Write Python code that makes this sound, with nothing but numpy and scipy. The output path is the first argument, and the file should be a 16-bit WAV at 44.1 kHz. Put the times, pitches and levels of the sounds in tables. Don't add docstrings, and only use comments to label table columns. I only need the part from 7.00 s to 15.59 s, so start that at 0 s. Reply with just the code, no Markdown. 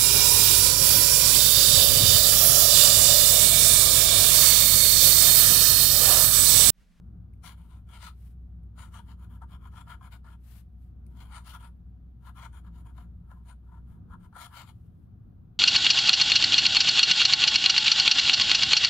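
import sys
import numpy as np
from scipy import signal
from scipy.fft import rfft, irfft, next_fast_len
from scipy.io import wavfile
from scipy.ndimage import uniform_filter1d

SR = 44100
rng = np.random.default_rng(int(sys.argv[2]) if len(sys.argv) > 2 else 0)


def natural_amplitude(level_db):
    exponent = np.asarray(level_db, float) / 20
    return 10 ** exponent


def inscribe(sig):
    pcm = np.round(np.clip(np.atleast_2d(sig).T, -1, 1) * 32767)
    wavfile.write(sys.argv[1], SR, pcm.astype(np.int16))


N = 378818
T = np.arange(N) / SR
SIZE = next_fast_len(N, True)
HZ = np.maximum(np.fft.rfftfreq(SIZE, 1 / SR), 1)

# frequency in Hz, density in dB per Hz.
RUMBLE_COLOUR = [(12, -27.5), (25, -18), (43, -9.5), (65, -2.5), (108, -11.5), (135, -17.5), (205, -18.5),
                 (383, -34), (452, -39), (727, -45.5), (1600, -54), (2080, -70), (3520, -120)]
# centre in Hz, width in Hz, boost in dB.
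ROOM_RESONANCES = [(57, 25, -5), (103, 22, 4.5), (171.1, 22, 9.5), (227, 8.6, 3), (1290, 390, 6)]
# time in seconds, pitch in Hz, level in dB.
MACHINE_HUM = [
    (0, 60.65, -46.5),
    (1, 60.7, -49),
    (2.001, 61.2, -46.5),
    (3.5, 61.17, -48.5),
    (5.001, 60.74, -47.5),
    (6.9, 60.26, -47.5),
    (7, 62.6, -68),
    (7.2, 60, -71.5),
    (8.6, 60, -67),
]
# centre in Hz, width in Hz, level in dB.
MACHINE_WHINES = [
    (119.9, 1.1, -63.5),
    (727.3, 18, -85.5),
]
# frequency in Hz, density in dB per Hz.
HISS_COLOUR = [(940, -30), (1600, -5), (2100, -9), (3500, -9), (5500, -20), (6060, -16.5), (7500, -29),
               (9500, -21.5), (13000, -12.5), (15800, -15.5)]
# frequency in Hz, left minus right in dB, likeness 0-1.
ROOM_AT_MICS = [(60, 1.5, 0.9), (131, 1, 1), (290, 3, 0.59), (620, 2, 0.082), (1370, 2.5, 0.067),
                (4000, -5, .05), (15000, 4, .05)]
# frequency in Hz, left minus right in dB, likeness 0-1.
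PEN_AT_MICS = [(300, 5.5, 0.8), (980, 5, 0.97), (2360, 8, 0.32), (4180, 6.5, 0.23), (8000, 48, 0.5),
               (15200, 8.5, 0.5)]
# frequency in Hz, lag in seconds.
RIGHT_MIC_LAG = [(900, 0.00013), (1800, 0), (3200, 0), (15000, 0.0021)]
# fastest moment in seconds, rise in seconds, fall in seconds, level in dB.
HAND_SLIDES = [(0.0, 0.057, 0.18, -96.5), (0.355, 0.039, 0.141, -95), (2.3, 0.25, 0.25, -97),
               (4.1, 0.067, 0.1, -92.5), (6.15, 0.1, 0.1, -100), (1.251, 0.085, 0.065, -76.5),
               (1.37, 0.132, 0.23, -99.5), (3.564, 0.1, 0.042, -67), (3.786, 0.19, 0.082, -99),
               (3.823, 0.034, 0.069, -87), (4.815, 0.16, 0.1, -100), (7.832, 0.12, 0.069, -89.5),
               (8.034, 0.18, 0.034, -93)]
# frequency in Hz, density in dB per Hz.
SKIN_COLOUR = [(500, -14), (1300, -10.5), (3000, -11.5), (6360, -17), (9000, -13.5), (12900, -9),
               (15800, -16.5)]
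# start in seconds, peak in dB, knock relative to it in dB.
DRY_TOUCHES = [
    (0.3366, -70, -7),
    (1.634, -75.5, -11),
    (4.0653, -63, -11),
]
# centre in Hz, width in Hz, level in dB.
TOUCH_MODES = [(4940, 2500, -23), (9200, 490, -4.5), (12600, 3700, -15)]
# centre in Hz, width in Hz, level in dB.
PAD_MODES = [
    [(565, 193, -7), (715, 46, 3), (821, 170, -5.5)],
    [(881, 42.5, -6.5), (952, 53, 3), (1030, 93, -1.5), (1107, 44, -6)],
    [(1160, 106, -4.5), (1367, 81, 2.5), (1474, 74, -3.5), (1662, 106, -7.5)],
]
# centre in Hz, width in Hz, level in dB.
SHEET_MODES = [
    [(2170, 350, -0.5), (2502, 124, -2.5), (2964, 435, -3), (3300, 225, 0.5), (3580, 210, -4.5)],
    [(4000, 320, -3), (4690, 420, -5), (4660, 107, -1.5), (5220, 590, -4), (5610, 860, -6)],
]
# centre in Hz, width in Hz, level in dB.
NIB_MODES = [(6860, 300, -9), (7070, 160, -2), (7500, 300, -7.5), (8960, 650, -2.5), (10210, 640, -5),
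             (12100, 730, -12.5), (12600, 2000, -12)]
# centre in Hz, width in Hz, depth 0-1.
NIB_NOTCH = (8100, 1600, 0.85)
# fastest moment in seconds, rise in seconds, fall in seconds,
# pressure in dB, speed in dB.
FIRST_WORD_STROKES = [(0.456, 0.025, 0.053, 3, 7), (0.505, 0.027, .036, -2.5, -0.5),
                      (0.597, 0.033, 0.095, -13, -13.5), (0.718, 0.041, 0.091, -11.5, -13.5),
                      (0.953, 0.063, 0.038, 1, 1), (1.049, 0.047, 0.053, 4, 8.5),
                      (1.811, 0.041, 0.068, 1, 0.8), (1.957, .036, 0.053, 3.5, 0.5),
                      (2.112, 0.053, 0.029, -2.5, -5.5), (2.237, 0.053, 0.032, -4, -10.5),
                      (2.343, 0.045, .032, -3, -10.5), (2.423, 0.013, 0.025, 4.5, -11.5),
                      (2.542, 0.046, 0.025, -1.5, -5), (2.664, 0.054, 0.027, -2, -10),
                      (2.806, 0.076, 0.019, 1, -0.5), (2.917, 0.045, 0.035, 8, 0),
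                      (3.052, 0.038, 0.037, 0, -5.5), (3.131, 0.021, 0.04, -0.5, -3.5),
                      (3.263, 0.025, 0.028, 0.5, -10), (3.326, 0.046, 0.028, -3.5, -7.5)]
SECOND_WORD_STROKES = [(4.158, 0.089, .015, -19, -25), (4.217, 0.053, 0.026, -1.5, -1.5),
                       (4.29, 0.14, 0.16, -6, -11), (4.347, 0.04, .055, 4.5, 2),
                       (4.498, 0.044, 0.033, 0.5, 7), (4.551, 0.034, 0.023, 5.5, 3.5),
                       (4.64, 0.053, 0.049, -1, -2.5), (5.285, 0.059, .025, 0, -8),
                       (5.389, 0.036, 0.068, 1.5, -2), (5.442, 0.031, 0.028, 5.5, -1),
                       (5.563, 0.037, .04, -1, -7), (5.666, 0.026, 0.025, 0, -14),
                       (5.797, 0.063, .025, -7, -11.5), (5.873, 0.028, 0.037, -3.5, -12.5),
                       (5.991, 0.048, 0.059, -2, -9.5), (6.321, 0.02, 0.017, 2.5, -14),
                       (6.34, 0.084, 0.077, -9, -26), (6.499, 0.047, 0.036, -1.5, -6.5),
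                       (6.72, 0.097, .04, -11.5, -28.5), (6.749, 0.035, 0.051, -2.5, -19),
                       (6.92, 0.063, 0.057, -10.5, -19), (7.132, .039, 0.025, 4.5, -13.5),
                       (7.243, 0.044, 0.031, -4.5, -13)]
FLOURISH_STROKES = [(7.388, 0.047, 0.032, 9.5, -4.5), (7.44, 0.07, 0.032, 6, 9),
                    (7.547, 0.051, 0.11, 2.5, -7), (7.583, 0.049, 0.059, 3, 6),
                    (7.686, 0.035, 0.031, -7, -1.5)]
# time in seconds, peak in dB.
FIBRE_SNAGS = [(0.436, -45), (1.024, -44), (1.777, -51.5), (2.418, -43.5), (2.653, -43), (2.737, -46),
               (2.868, -47.5), (3.01, -47), (3.244, -48), (5.243, -62), (5.427, -53.5), (5.98, -51),
               (6.314, -42.5), (7.1, -52), (7.327, -45), (7.362, -40)]
# level in dB, dB per dB of pressure, dB per dB of speed.
PAD_LAWS = [
    (-68.5, 0.3, 0.47),
    (-61.5, 0.88, 0.05),
    (-60.5, 1.08, 0.19),
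]
SHEET_LAWS = [
    (-62, 0.081, 1.04),
    (-71, -0.036, 1.5),
]
NIB_LAW = (-65.5, -0.059, 1)
HAND_LAW = (-77.5, -.1, 0.58)


def spectrum(x):
    return rfft(x, SIZE)


def wave(z):
    return irfft(z, SIZE)[..., :N]


def unit(x):
    return x / np.sqrt(np.mean(x ** 2))


def on_log(table, column):
    table = np.array(table)
    return np.interp(np.log(HZ), np.log(table[:, 0]), table[:, column])


def walk(rate):
    hold = int(SR / rate)
    levels = np.repeat(rng.standard_normal(N // hold + 1), hold)
    slewed = uniform_filter1d(uniform_filter1d(levels, hold), hold)
    return unit(slewed[:N])


def resonator(hz, width_hz):
    return 1j * HZ * width_hz / (hz ** 2 - HZ ** 2 + 1j * HZ * width_hz)


def ringing(drive, modes, wander_db):
    total, power = 0, 0
    for k, (hz, width_hz, db) in enumerate(modes):
        struck = spectrum(drive * natural_amplitude(wander_db * walk(13)))
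        total = total + (-1) ** k * natural_amplitude(db) * resonator(hz, width_hz) * struck
        power += natural_amplitude(db) ** 2 * width_hz * np.pi / SR
    return total / np.sqrt(power)


def pair(spectra, table, lag_s):
    like = np.clip(on_log(table, 2), 0, 1)
    tilt = natural_amplitude(on_log(table, 1) / 2)
    delayed = spectra[0] * np.exp(-2j * np.pi * HZ * lag_s)
    right = like * delayed + np.sqrt(1 - like ** 2) * spectra[1]
    both = np.array([spectra[0] * tilt, right / tilt])
    return wave(both / np.sqrt((tilt ** 2 + tilt ** -2) / 2))


def rumble():
    boost_db = sum(db / (1 + (2 * (HZ - hz) / width_hz) ** 2) for hz, width_hz, db in ROOM_RESONANCES)
    noise = rng.standard_normal((2, N)) * natural_amplitude(1.6 * walk(3.3))
    coloured = spectrum(noise) * natural_amplitude(on_log(RUMBLE_COLOUR, 1) + boost_db)
    return unit(pair(coloured, ROOM_AT_MICS, 0)) * natural_amplitude(-50)


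def microphone_hiss():
    hiss = spectrum(rng.standard_normal((2, N))) * natural_amplitude(on_log(HISS_COLOUR, 1))
    return unit(pair(hiss, ROOM_AT_MICS, 0)) * natural_amplitude(-87)


def machine():
    s, hz, db = np.transpose(MACHINE_HUM)
    phase = 2 * np.pi * np.cumsum(np.interp(T, s, hz)) / SR
    level = natural_amplitude(np.interp(T, s, db) + 1.1 * walk(4.1))
    tones = np.sqrt(2) * level * np.sin(phase + 0.037 * walk(3.6))
    for hz, width_hz, db in MACHINE_WHINES:
        narrow = spectrum(rng.standard_normal(N)) * resonator(hz, width_hz)
        tones = tones + natural_amplitude(db) * unit(wave(narrow))
    return tones * natural_amplitude(np.array([[.55], [-.55]]))


def reflections(t60_s, db):
    t = T[:SR // 2]
    decay = np.exp(-np.log(1000) * t / t60_s) * (t > .002)
    tail = rng.standard_normal((2, len(t))) * decay
    return 1 + spectrum(tail / np.sqrt(np.sum(tail ** 2) / 2)) * natural_amplitude(db)


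def strokes(law):
    db, per_pressure, per_speed = law
    return [(s, rise, fall, db + per_pressure * pressure + per_speed * speed)
            for s, rise, fall, pressure, speed in FIRST_WORD_STROKES + SECOND_WORD_STROKES + FLOURISH_STROKES]


def swell(rows, stretch, edge):
    power = np.zeros(N)
    for s, rise, fall, db in rows:
        near = slice(max(int((s - .5) * SR), 0), int((s + .5) * SR))
        late = T[near] - s
        span = stretch * np.where(late < 0, rise, fall)
        power[near] += (natural_amplitude(db) * np.exp(-np.abs(late / span) ** edge)) ** 2
    return np.sqrt(power)


def hand():
    colour = natural_amplitude(on_log(SKIN_COLOUR, 1))
    colour = colour / np.sqrt(np.mean(colour ** 2))
    rub = rng.standard_normal((2, N)) * natural_amplitude(1.7 * walk(90))
    motion = swell(HAND_SLIDES + strokes(HAND_LAW), stretch=1.07, edge=2.4)
    return spectrum(rub * motion) * colour * natural_amplitude(6.0)


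def dry_touches():
    crackle, knock = np.zeros((2, 2, N))
    t = T[:400]
    for s, db, knock_db in DRY_TOUCHES:
        chance = rng.standard_normal((2, len(t)))
        at = slice(int(s * SR), int(s * SR) + len(t))
        crackle[:, at] = natural_amplitude(db + 6.5) * chance * np.exp(-t / 0.0016)
        knock[:, at] = natural_amplitude(db + knock_db + 28.5) * chance * np.exp(-t / 0.001)
    return ringing(crackle, TOUCH_MODES, wander_db=-1) + spectrum(knock) * resonator(2300, 400) ** 2


def fibres(rate, scatter_db, judder_db):
    size_db = scatter_db * np.minimum(rng.exponential(size=(2, N)), 3)
    caught = rng.random((2, N)) < rate / SR
    catch = caught * natural_amplitude(size_db) * rng.standard_normal((2, N))
    rub = unit(catch) + 1.26 * rng.standard_normal((2, N))
    return unit(rub * natural_amplitude(judder_db * (walk(60) + walk(220))))


def snags():
    decay_s = 0.0035
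    s, db = np.transpose(FIBRE_SNAGS)
    jerk = np.zeros(N)
    jerk[(s * SR).astype(int)] = natural_amplitude(db)
    return signal.lfilter([1], [1, -np.exp(-1 / SR / decay_s)], jerk)


def pad_thud(rub, jerk):
    pad = 0
    for law, modes in zip(PAD_LAWS, PAD_MODES):
        force = swell(strokes(law), stretch=0.94, edge=2.68) + natural_amplitude(-12) * jerk
        pad = pad + ringing(rub * force, modes, wander_db=2.0)
    return natural_amplitude(5.5) * pad / (1 + (520 / HZ) ** 4) / (1 + (HZ / 2100) ** 4)


def sheet_scratch(rub, jerk):
    sheet = 0
    for law, modes in zip(SHEET_LAWS, SHEET_MODES):
        force = swell(strokes(law), stretch=0.82, edge=2.3) + natural_amplitude(-33) * jerk
        sheet = sheet + ringing(rub * force, modes, wander_db=2.7)
    return natural_amplitude(5.0) * sheet / (1 + (1700 / HZ) ** 4)


def nib_ring(rub):
    hz, width_hz, depth = NIB_NOTCH
    nib = ringing(rub * swell(strokes(NIB_LAW), stretch=0.89, edge=2.77), NIB_MODES, wander_db=3.5)
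    nib = nib * (1 - depth * resonator(hz, width_hz))
    return natural_amplitude(4.0) * nib / (1 + (5600 / HZ) ** 6)


def pen():
    rub = fibres(rate=2000, scatter_db=2.0, judder_db=1.49)
    jerk = snags()
    return pad_thud(rub, jerk) + sheet_scratch(rub, jerk) + nib_ring(rub)


def scene():
    background = rumble() + microphone_hiss() + machine()
    close = pair(hand() + dry_touches() + pen(), PEN_AT_MICS, on_log(RIGHT_MIC_LAG, 1))
    return background + wave(spectrum(close) * reflections(t60_s=0.16, db=-10.5))


def low_pass(x):
    return signal.sosfilt(signal.butter(12, 15940, fs=SR, output="sos"), x)


def record(dry):
    mix = wave(spectrum(dry) * (HZ < 15750))
    return low_pass(mix)


dry = scene()
out = record(dry)
inscribe(out)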